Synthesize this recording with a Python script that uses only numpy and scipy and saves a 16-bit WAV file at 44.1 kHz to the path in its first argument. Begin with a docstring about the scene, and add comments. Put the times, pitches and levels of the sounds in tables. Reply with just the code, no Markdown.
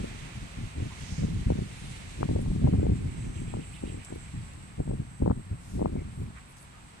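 """On sand and grass beside a parked car, gusts buffet a hand-held phone carried slowly round it.
Turbulent pressure rumbles in the microphone ports and pops when eddies break over them; the hand adds
a deep rumble. Behind this, leaves hiss over a far roar, insect wings buzz in narrow resonant bands,
soft steps stir the sand and snap dry stems, distant birds call, and a small bird chatters in two
voices, one from each side of its syrinx."""
import sys
import numpy as np
from scipy import signal
from scipy.fft import rfft, irfft
from scipy.io import wavfile
from scipy.ndimage import uniform_filter1d

SR = 44100
rng = np.random.default_rng(int(sys.argv[2]) if len(sys.argv) > 2 else 0)


def pcm_store(signal):
    """Save signal as 16-bit PCM."""
    levels = np.round(np.clip(np.atleast_2d(signal), -1, 1) * 32767)
    wavfile.write(sys.argv[1], SR, levels.astype(np.int16).T)


N = 308700
TIME = np.arange(N) / SR
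HZ = np.fft.rfftfreq(N, 1 / SR)

# Spectra are densities that set shape only; levels are relative, ahead of each function's own gains.
# Slow and fast turbulent pressure at a port: (frequency [Hz], level [dB])
RUMBLE_SPECTRUM = [(12, -41), (25, -1), (45, -3), (85, -0.5), (130, -1.5), (190, -6.5), (260, -15.5),
                   (400, -34), (800, -88)]
FLUTTER_SPECTRUM = [(90, -55), (170, -18), (230, -4.5), (320, -10.5), (450, -16.5), (700, -30), (1000, -54),
                    (1600, -63), (3000, -100)]
# Breeze between gusts: (time [s], rumble level [dB], flutter level [dB])
BREEZE = [(0, -42.5, -48), (.7, -48.5, -66), (1.1, -41.5, -57), (2.05, -45, -57), (3.2, -39, -52),
          (4.05, -47, -60), (4.5, -44.5, -63), (4.72, -48.5, -61), (6.25, -45, -60), (6.42, -52, -65),
          (7, -55.5, -65)]
# Gusts: (time [s], hold [s], rumble level [dB], flutter level [dB])
GUSTS = [(0, 0.053, -33, -34.5), (0.205, 0.022, -44, -64), (0.368, 0.0052, -35, -55),
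         (0.428, 0.017, -36.5, -57), (0.576, 0.076, -34.5, -48.5), (0.762, 0.1, -35, -40.5),
         (1.018, 0.0077, -35, -65), (1.114, 0.016, -36.5, -58), (1.193, 0.066, -27, -34),
         (1.284, 0.14, -32, -42.5), (1.363, 0.0074, -26.5, -40), (1.47, 0.059, -24.5, -47),
         (1.558, 0.062, -29.5, -34.5), (1.83, 0.097, -41.5, -50.5), (2.171, 0.081, -34.5, -39.5),
         (2.296, 0.19, -29.5, -34), (2.472, 0.12, -26.5, -40), (2.628, 0.048, -21.5, -15),
         (2.727, 0.19, -23, -31), (2.924, 0.05, -29.5, -42), (3.005, 0.063, -30.5, -36.5),
         (3.09, 0.53, -39.5, -47), (3.542, 0.053, -42.5, -40), (3.825, 0.16, -40, -42),
         (4.106, 0.066, -41.5, -40.5), (4.345, 0.092, -38, -62), (4.55, 0.021, -54, -60),
         (4.791, 0.013, -29.5, -32.5), (4.868, 0.071, -28, -34.5), (4.992, 0.0081, -28, -34),
         (5.213, 0.1, -27, -33), (5.367, 0.026, -35.5, -41.5), (5.518, 0.022, -31.5, -43.5),
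         (5.733, 0.045, -34.5, -37.5), (5.803, 0.089, -32, -33), (5.92, 0.097, -36.5, -39),
         (6.055, 0.035, -35, -51), (6.184, 0.095, -35.5, -43.5)]
# Share of the buffeting between the ports: (time [s], right minus left [dB])
PORT_BALANCE = [(0, -20), (.3, -8), (.8, -20), (1.28, -8), (1.38, 1), (1.48, -15), (2.05, -5.5), (2.3, -31),
                (2.7, -5), (2.88, -21), (3.14, 5.5), (3.4, -13), (4.15, -31), (4.5, -11), (5.0, -31),
                (6.2, -15), (6.5, -7), (7, -7)]
# Large eddies breaking over the left port: (time [s], peak level [dB], half-width [ms])
EDDIES = [(1.5039, -10.5, 0.44), (1.521, -14, 0.65), (1.5905, -20, 0.64), (2.2193, -25, 0.49),
          (2.2303, -9, 0.26), (2.2908, -17.5, 0.43), (2.3133, -17, 0.53), (2.363, -17, 0.47),
          (2.392, -19, 0.5), (2.4619, -27, 0.38), (2.5164, -23.5, 0.45), (2.562, -19.5, 0.88),
          (2.645, -9.5, 1.1), (2.668, -20, 0.48), (2.6744, -15, 0.4), (2.6794, -17, 0.42),
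          (2.7356, -25.5, 0.27), (2.749, -13, 1.4), (2.798, -19, 0.56), (2.8311, -11, 0.69),
          (2.8495, -26, 0.49), (2.8678, -12.5, 0.54), (2.9017, -18, 0.67), (3.5399, -18.5, 0.36),
          (3.5699, -24, 0.47), (3.8385, -16.5, 0.62), (4.1257, -21.5, 0.49), (4.8036, -16.5, 0.53),
          (4.914, -20, 0.45), (5.223, -13.5, 0.46), (5.226, -12.5, 0.94), (5.261, -17, 0.34),
          (5.2631, -15, 0.45), (5.267, -23, 0.36), (5.278, -6.5, 0.42), (5.3, -17, 0.3),
          (5.3066, -10, 1.02), (5.3112, -11, 0.34), (5.317, -23, 0.23), (5.7955, -17.5, 0.44),
          (5.8074, -27, 0.37), (5.817, -13, 0.42), (5.8268, -13.5, 0.42), (5.8494, -18, 0.53),
          (5.8587, -8.5, 0.33), (5.9635, -23, 0.44)]
# Crackle around each eddy: (frequency [Hz], level [dB])
CRACKLE_SPECTRUM = [(200, -34), (500, 3), (800, -7), (1100, -25), (1500, -28), (2200, -47), (4000, -92)]
# Vibration from the hand: (frequency [Hz], level [dB])
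HANDLING_SPECTRUM = [(10, -22), (28, -7), (45, 19), (70, 21), (110, -9), (200, -30)]
# Likeness of the diffuse field at the two ports: (frequency [Hz], coherence [0-1])
COHERENCE = [(50, 1), (250, 0.98), (600, 0.89), (1000, 0.37), (2000, 0.25), (3000, 0.2), (5000, 0.05),
             (7000, 0.068), (12000, 0.003)]
# Foliage in the breeze: (time [s], leaf level [dB], rustle level [dB], rustle left minus right [dB])
FOLIAGE = [(0, -51.5, -59.5, -8), (.3, -52, -60.5, -6), (.75, -54.5, -63, -6), (.95, -52.5, -58.5, -7.5),
           (1.55, -55, -61, -4), (1.85, -53, -57.5, -2), (2.22, -54.5, -59.5, -2), (2.38, -57.5, -61.5, -1),
           (2.85, -58, -65, 0), (3.6, -58, -65.5, 1), (4.5, -59, -66, 3), (4.9, -61.5, -71, 5),
           (5.3, -63.5, -72, 3), (5.7, -62, -69.5, 4), (7, -62, -68.5, 1)]
# Leaf hiss, high rustle and far roar: (frequency [Hz], level [dB])
LEAF_SPECTRUM = [(600, -2), (1000, -4.5), (1500, -4), (2000, 1), (2600, 0), (3300, -6), (4500, -11),
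                 (7000, -15.5), (14000, -39)]
RUSTLE_SPECTRUM = [(1500, -20), (3000, 2.5), (4000, 3.5), (5200, -2.5), (6200, -1), (7200, -1.5),
                   (9500, -2.5), (11000, -10), (14000, -31)]
ROAR_SPECTRUM = [(20, -13), (100, 4), (250, 6), (450, -1.5), (750, 2.5), (1100, 5), (1600, 0),
                 (3000, -15.5), (8000, -34)]
# Strength of the far roar: (time [s], level [dB])
ROAR_LEVEL = [(0, -56.5), (2, -59), (3.5, -58.5), (5, -60), (7, -59.5)]
# Bearing of leaves and roar, and of the rustle: (frequency [Hz], left minus right [dB])
AIR_BALANCE = [(100, -11), (400, -0.5), (800, 7.5), (1300, -2.5), (2200, -6.5), (3200, -3.5), (4500, -3.5),
               (12000, 7)]
RUSTLE_BALANCE = [(3000, -5.5), (4500, 2), (6500, -6), (9500, 7), (13000, -6)]
# Wing resonances of the insect chorus: (frequency [Hz], level [dB])
CHORUS_SPECTRUM = [(5000, -54), (5700, -35), (6150, -13), (6700, -52), (7200, -16), (7600, -1), (8050, 1),
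                   (8500, -2), (9000, -13), (10000, -29), (13000, -32)]
# Strength of the chorus: (time [s], level [dB])
CHORUS_LEVEL = [(0, -63.5), (1.5, -65.5), (2, -62), (2.85, -65.5), (3.2, -59.5), (3.7, -58.5), (4.3, -61.5),
                (4.7, -62.5), (5.15, -63), (5.9, -65.5), (7, -66)]
# Sand and dry grass underfoot:
# (time [s], duration [s], level [dB], centre [Hz], half-width [octaves], left minus right [dB])
SCUFFS = [(0.895, 0.48, -55, 5730, 0.41, -14), (1.658, 0.42, -61.5, 8900, 0.21, 0),
          (2.4, 0.04, -55, 8750, 0.23, -1), (3.674, 0.15, -64, 10000, 0.36, -1),
          (4.046, 0.088, -54, 1190, 0.81, -3), (4.128, 0.06, -65, 10500, 0.25, 1),
          (5.543, 0.35, -58, 8300, 1, -1), (6.078, 0.25, -66, 10000, 0.4, 1),
          (6.341, 0.074, -51, 1560, 0.57, -3), (6.466, 0.085, -63, 10500, 0.25, 3),
          (6.566, 0.038, -58, 7540, 1, 3), (6.571, 0.1, -60, 9800, .3, 3)]
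# Distant bird calls: (time [s], duration [s], frequency [Hz], level [dB], blur [Hz])
FAR_CALLS = [(0.897, 0.043, 970, -51, 130), (5.949, 0.092, 2180, -58.5, 190), (6.728, 0.079, 1234, -59, 80)]
# Dry stems breaking: (time [s], level [dB], left minus right [dB])
SNAPS = [(2.4154, -43, -3.5), (4.0485, -39.5, 2), (4.055, -47, 0), (4.099, -50, 0), (4.15, -53, 1.5),
         (4.5355, -48, -2), (4.6264, -51, 0), (6.522, -50, 2.5), (6.57, -46.5, 4.5), (6.6294, -47, 4.5)]
# Crack of a stem: (frequency [Hz], level [dB])
SNAP_SPECTRUM = [(1500, -35), (4000, -14), (6500, 0), (9000, 4), (11000, -5), (12500, -17), (14000, -28)]
# Course of the nearer insect's chirps: (time [s], level [dB], frequency [Hz])
CHIRP_CONTOUR = [(2.83, -62, 7520), (3.1, -63, 7700), (3.4, -59, 7540), (3.719, -60, 7800),
                 (4.1, -57, 7800), (4.5, -63, 7760)]
# Bird chatter that climbs, then drops and fades: (time [s], level [dB], top frequency [Hz])
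CHATTER_CONTOUR = [(2.979, -62, 3300), (3.24, -58, 3450), (3.37, -54.5, 3600), (3.88, -54, 3950),
                   (4.01, -56, 3400), (4.14, -60, 3300), (4.27, -60, 3300)]
# Bursts from a lower-pitched insect: (time [s], duration [s], level [dB])
RASPS = [(3.08, 0.46, -68), (3.95, 0.41, -74), (4.9, .4, -77)]


def gain_of(db):
    """Amplitude ratio: a factor of ten for every 20 dB."""
    return 10 ** (np.asarray(db) / 20)


def unit_rms(x):
    """Normalisation to unit mean power."""
    return x / np.sqrt(np.mean(x ** 2) + 1e-20)


def over_frequency(rows):
    """Interpolation of a table along a logarithmic frequency axis."""
    hz, value = np.transpose(rows)
    return np.interp(np.log(HZ + 1), np.log(hz + 1), value)


def over_time(rows):
    """Linear interpolation of each column of a table in time."""
    times, *columns = np.transpose(rows)
    return [np.interp(TIME, times, column) for column in columns]


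def add(mix, start_s, sound):
    """Superposition of a sound on the mix."""
    part = mix[..., max(round(start_s * SR), 0):][..., :sound.shape[-1]]
    part += sound[..., :part.shape[-1]]


def noise(spectrum):
    """Spectral shaping of white noise gives steady coloured noise."""
    white = rfft(rng.standard_normal(N))
    return unit_rms(irfft(white * gain_of(over_frequency(spectrum)), N))


def drift(hz):
    """Low-pass filtering of noise gives random wandering up to about the given rate."""
    white = rfft(rng.standard_normal(N))
    return unit_rms(irfft(white * np.exp(-(HZ / hz) ** 2), N))


def panned(db):
    """A level difference, left minus right, split evenly between the channels."""
    return gain_of(np.array([[.5], [-.5]]) * db)


def port_lag(delay_ms=0.44):
    """The delay between the ports turns phase in proportion to frequency."""
    return np.exp(-2j * np.pi * HZ * delay_ms / 1e3)


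def airflow(attack_s=0.016, release_s=0.017):
    """Incoherent powers add: gusts on the breeze give the rumble and flutter levels in dB."""
    power = gain_of(over_time(BREEZE)) ** 2
    for start, hold, rumble_db, flutter_db in GUSTS:
        rise = np.clip(1 + (TIME - start) / attack_s, 0, 1)
        fall = np.exp(-np.clip((TIME - start - hold) / release_s, 0, 20))
        power += gain_of([[rumble_db], [flutter_db]]) ** 2 * (rise * fall) ** 2
    return 10 * np.log10(power)


def turbulence(spectrum, samples):
    """Random pressure divided by its running rms holds a steady strength."""
    pressure = noise(spectrum)
    power = uniform_filter1d(uniform_filter1d(pressure ** 2, samples), samples)
    return pressure / np.sqrt(power + 1e-6)


def buffet(rumble_db, flutter_db, stall_db=-28, calm_db=-52):
    """Intermittent turbulence: puffs smooth out in a lull; flutter saturates as eddies break off."""
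    unrest = 1 / (1 + gain_of(2 * (calm_db - rumble_db)) ** 2)
    lumps_db = 13 * unrest * np.tanh(drift(hz=88) / 2)
    puffs_db = 2.5 * unrest * np.tanh(drift(hz=14))
    rumble = unit_rms(turbulence(RUMBLE_SPECTRUM, samples=1100) * gain_of(.5 * lumps_db + puffs_db))
    flutter = unit_rms(turbulence(FLUTTER_SPECTRUM, samples=900) * gain_of(.92 * lumps_db + puffs_db))
    saturation = np.sqrt(1 + gain_of(flutter_db - stall_db) ** 2)
    return gain_of(rumble_db + 1) * rumble + gain_of(flutter_db - 1) / saturation * flutter


def tearing(flutter_db, full_db=-32, per_s=170, width_ms=0.54):
    """Shot noise of small eddies, which grow faster than the flutter that sheds them, up to a limit."""
    clicks = (rng.random(N) < per_s / SR) * rng.choice([-1, 1], N)
    u = np.arange(-200, 201) / SR * 1e3 / width_ms
    pulse = (1 + u - u ** 2) * np.exp(-u ** 2 / 2)
    swirl = unit_rms(signal.oaconvolve(clicks, pulse, "same"))
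    drive_db = np.minimum(flutter_db, full_db)
    return swirl * gain_of(drive_db + 0.47 * (drive_db - full_db))


def lesser_eddies(flutter_db, per_s=30, onset_db=-31, width_ms=0.62, trials=400):
    """Random vortex shedding, more frequent in strong flutter, as rows like EDDIES."""
    rows = []
    for when, chance, size, width in rng.random((trials, 4)):
        rate = per_s / (1 + gain_of(onset_db - flutter_db[int(when * N)]) ** 4)
        if chance < rate * N / SR / trials:
            peak_db = -25 + 6 * size
            rows.append((when * N / SR, peak_db, width_ms * 2 ** (width - .5)))
    return rows


def eddies(flutter_db, skew=0.45, rebound=0.55):
    """A passing vortex makes a pressure pulse at the port: suction, push and rebound."""
    out = np.zeros(N)
    t = np.arange(-300, 301) / SR
    for centre, db, width_ms in EDDIES + lesser_eddies(flutter_db):
        u = t * 1e3 / width_ms
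        pulse = (1 + skew * u - rebound * u ** 2) * np.exp(-u ** 2 / 2)
        add(out, centre + t[0], gain_of(db) * pulse / pulse.max())
    return out


def wind(crosstalk_hz=680, crackle_db=-15, tear_db=-12):
    """Turbulent pressure on each port also reaches the other channel, delayed and low-passed."""
    ratio = gain_of(over_time(PORT_BALANCE)[0])
    rumble_db, flutter_db = airflow()
    left = buffet(rumble_db, flutter_db)
    right = ratio * buffet(rumble_db, flutter_db)
    ports = np.array([left, right]) / np.sqrt(1 + ratio ** 2)
    pops = eddies(flutter_db)
    pop_envelope = np.sqrt(abs(uniform_filter1d(uniform_filter1d(pops ** 2, 700), 400)))
    crackle = unit_rms(noise(CRACKLE_SPECTRUM) * gain_of(1.6 * drift(hz=150)))
    ports[0] += pops + gain_of(crackle_db) * pop_envelope * crackle
    ports[0] += gain_of(tear_db) * tearing(flutter_db)
    crosstalk = rfft(ports[::-1]) * port_lag() / (1 + 1j * HZ / crosstalk_hz) ** 2
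    return ports + irfft(crosstalk, N)


def handling(level_db=-56):
    """Structure-borne sound: the hand shakes the phone, a deep rumble alike in both channels."""
    return gain_of(level_db) * noise(HANDLING_SPECTRUM)


def diffuse(spectrum, balance_db):
    """A diffuse field arrives from all round, so the ports lose coherence as frequency rises."""
    left, independent = rfft(rng.standard_normal((2, N)))
    coherence = over_frequency(COHERENCE)
    right = coherence * left * port_lag() + np.sqrt(1 - coherence ** 2) * independent
    colour = panned(balance_db) * gain_of(over_frequency(spectrum))
    pair = irfft(np.array([left, right]) * colour, N)
    return pair / pair.mean(0).std()


def trees(flicker_db=0.85, sway=0.75):
    """Many leaves sum to diffuse noise over a far roar; the rustle shifts as the phone turns."""
    leaves_db, rustle_db, side_db = over_time(FOLIAGE)
    balance_db = over_frequency(AIR_BALANCE)
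    leaves = diffuse(LEAF_SPECTRUM, balance_db) * gain_of(leaves_db + flicker_db * drift(hz=9.3))
    rustle = diffuse(RUSTLE_SPECTRUM, over_frequency(RUSTLE_BALANCE)) * panned(sway * side_db)
    rustle *= gain_of(rustle_db + 1.5 + flicker_db * drift(hz=28))
    roar = diffuse(ROAR_SPECTRUM, balance_db) * gain_of(over_time(ROAR_LEVEL)[0])
    return leaves + rustle + roar


def phase_of(hz):
    """Phase is the time integral of frequency."""
    return 2 * np.pi * np.cumsum(hz) / SR


def insects(side_db=-6, throb_hz=4.5, throb_db=1.9, stroke_hz=108, stroke_depth=0.16):
    """Wing strokes modulate the amplitude of a high, throbbing chorus and of two single insects."""
    throb = np.sin(phase_of(throb_hz * (1 + 0.18 * drift(hz=2.8))))
    strokes = 1 + stroke_depth * np.sin(phase_of(stroke_hz * (1 + 0.0526 * drift(hz=9.7))))
    chorus = diffuse(CHORUS_SPECTRUM, side_db) * gain_of(over_time(CHORUS_LEVEL)[0] + throb_db * throb)
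    return (chorus + chirps() + rasps(side_db)) * strokes


def steps(grain_db=3, dull_hz=11500):
    """Tiny impacts of sand grains and brushed grass merge into short showers of band-limited noise."""
    out = np.zeros((2, N))
    for start, length, db, centre_hz, octaves, side_db in SCUFFS:
        count = round(length * SR)
        grains, size = rng.standard_normal((2, 2, count))
        hz = np.fft.rfftfreq(count, 1 / SR) + 1
        colour = np.exp(-.5 * (np.log2(hz / centre_hz) / octaves) ** 2) / (1 + (hz / dull_hz) ** 8)
        shower = unit_rms(irfft(rfft(grains * gain_of(grain_db * size)) * colour, count))
        add(out, start, gain_of(db) * shower * signal.windows.hann(count) * panned(side_db))
    return out


def outdoors(direct, t60_s, wet_db):
    """Scattering from trees and ground adds a short, exponentially decaying tail."""
    t = np.arange(SR // 2) / SR
    tail = rng.standard_normal((2, len(t))) * gain_of(-60 * t / t60_s) * (t > .004)
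    tail /= np.linalg.norm(tail, axis=1, keepdims=True)
    return direct + gain_of(wet_db) * signal.fftconvolve(direct[None], tail, axes=1)[:, :N]


def far_calls():
    """Spectral broadening: distance blurs each plain bird call into a narrow band."""
    out = np.zeros(N)
    for start, length, hz, db, blur_hz in FAR_CALLS:
        t = TIME[:round(length * SR)]
        blur = drift(blur_hz) + 1j * drift(blur_hz)
        call = unit_rms((blur[:len(t)] * np.exp(2j * np.pi * hz * t)).real)
        add(out, start, gain_of(db) * signal.windows.hann(len(t)) * call)
    return outdoors(out, t60_s=.18, wet_db=-14)


def snaps(tick_ms=0.67, shiver_db=-15, shiver_ms=6):
    """Brittle fracture of dry stems: a sharp tick, then a damped shiver of the tuft."""
    envelope = np.zeros((2, N))
    ms = 1e3 * TIME[:SR // 20]
    decay = np.exp(-ms / tick_ms) + gain_of(shiver_db) * np.exp(-ms / shiver_ms)
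    for start, db, side_db in SNAPS:
        add(envelope, start, gain_of(db) * decay * panned(side_db))
    return envelope * np.array([noise(SNAP_SPECTRUM), noise(SNAP_SPECTRUM)])


def chirps(side_db=-5, count=13, period_s=.139, length_s=0.105, width_hz=520):
    """Stridulation: a nearer insect's evenly spaced scrapes excite one wing resonance."""
    db, hz = over_time(CHIRP_CONTOUR)
    first_s = CHIRP_CONTOUR[0][0] - length_s / 2
    gate = np.zeros(N)
    for k in range(count):
        add(gate, first_s + k * period_s, signal.windows.tukey(round(length_s * SR), .7))
    scrape = np.array([drift(width_hz) + 1j * drift(width_hz) for _ in range(2)])
    resonance = (scrape * np.exp(1j * phase_of(hz))).real
    return resonance * gate * gain_of(db) * panned(side_db)


def chatter(count=11, period_s=.129, half_note_s=.015, flick_s=.012, break_s=.008, rest_ratio=.62):
    """Frequency modulation: both sides of the syrinx flick up and down, breaking off at the top."""
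    times, levels, pitches = np.transpose(CHATTER_CONTOUR)
    centres = times[0] + period_s * np.arange(count)
    out = np.zeros(N)
    t = np.arange(-2200, 2201) / SR
    envelope = np.exp(-.5 * (t / half_note_s) ** 2) * (1 - np.exp(-(t / break_s) ** 2))
    flick = rest_ratio + (1 - rest_ratio) * np.exp(-(t / flick_s) ** 2)
    for pitch_ratio, voice_db in [(1, 4.5), (.8, -2.5)]:
        waver = 1 + .04 * drift(hz=270)  # hoarseness
        for centre in centres:
            top_hz = pitch_ratio * np.interp(centre, times, pitches)
            hz = top_hz * flick * waver[round(centre * SR):][:len(t)]
            gain = gain_of(np.interp(centre, times, levels) + voice_db)
            add(out, centre + t[0], gain * envelope * np.sin(phase_of(hz)))
    return outdoors(out, t60_s=0.31, wet_db=-0.5) * panned(db=-7)


def rasps(side_db, centre_hz=6150, width_hz=450):
    """Random amplitude modulation spreads another insect's lower tone into a rasp."""
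    out = np.zeros((2, N))
    band = unit_rms(drift(width_hz) * np.sin(2 * np.pi * centre_hz * TIME)) * panned(side_db)
    for start, length, db in RASPS:
        burst = band[:, round(start * SR):][:, :round(length * SR)]
        add(out, start, gain_of(db) * burst * signal.windows.tukey(burst.shape[1], .6))
    return out


def scene(self_noise_db=-83):
    """Superposition of wind, handling, the quiet countryside and the microphone's own hiss."""
    hiss = gain_of(self_noise_db) * rng.standard_normal((2, N))
    return wind() + handling() + trees() + insects() + steps() + far_calls() + snaps() + chatter() + hiss


def record(dry, bass_hz=16, ceiling=0.55, treble_cutoff_hz=14300):
    """Bass roll-off and soft saturation of the hardest blows; the highest treble is then cut off."""
    thinned = irfft(rfft(dry) * HZ ** 2 / (HZ ** 2 + bass_hz ** 2), N)
    rounded = ceiling * np.tanh(thinned / ceiling)
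    lowpass = signal.firwin(511, treble_cutoff_hz, window=("kaiser", 9), fs=SR)
    return signal.oaconvolve(rounded, lowpass[None], "same")


dry = scene()
out = record(dry)
pcm_store(out)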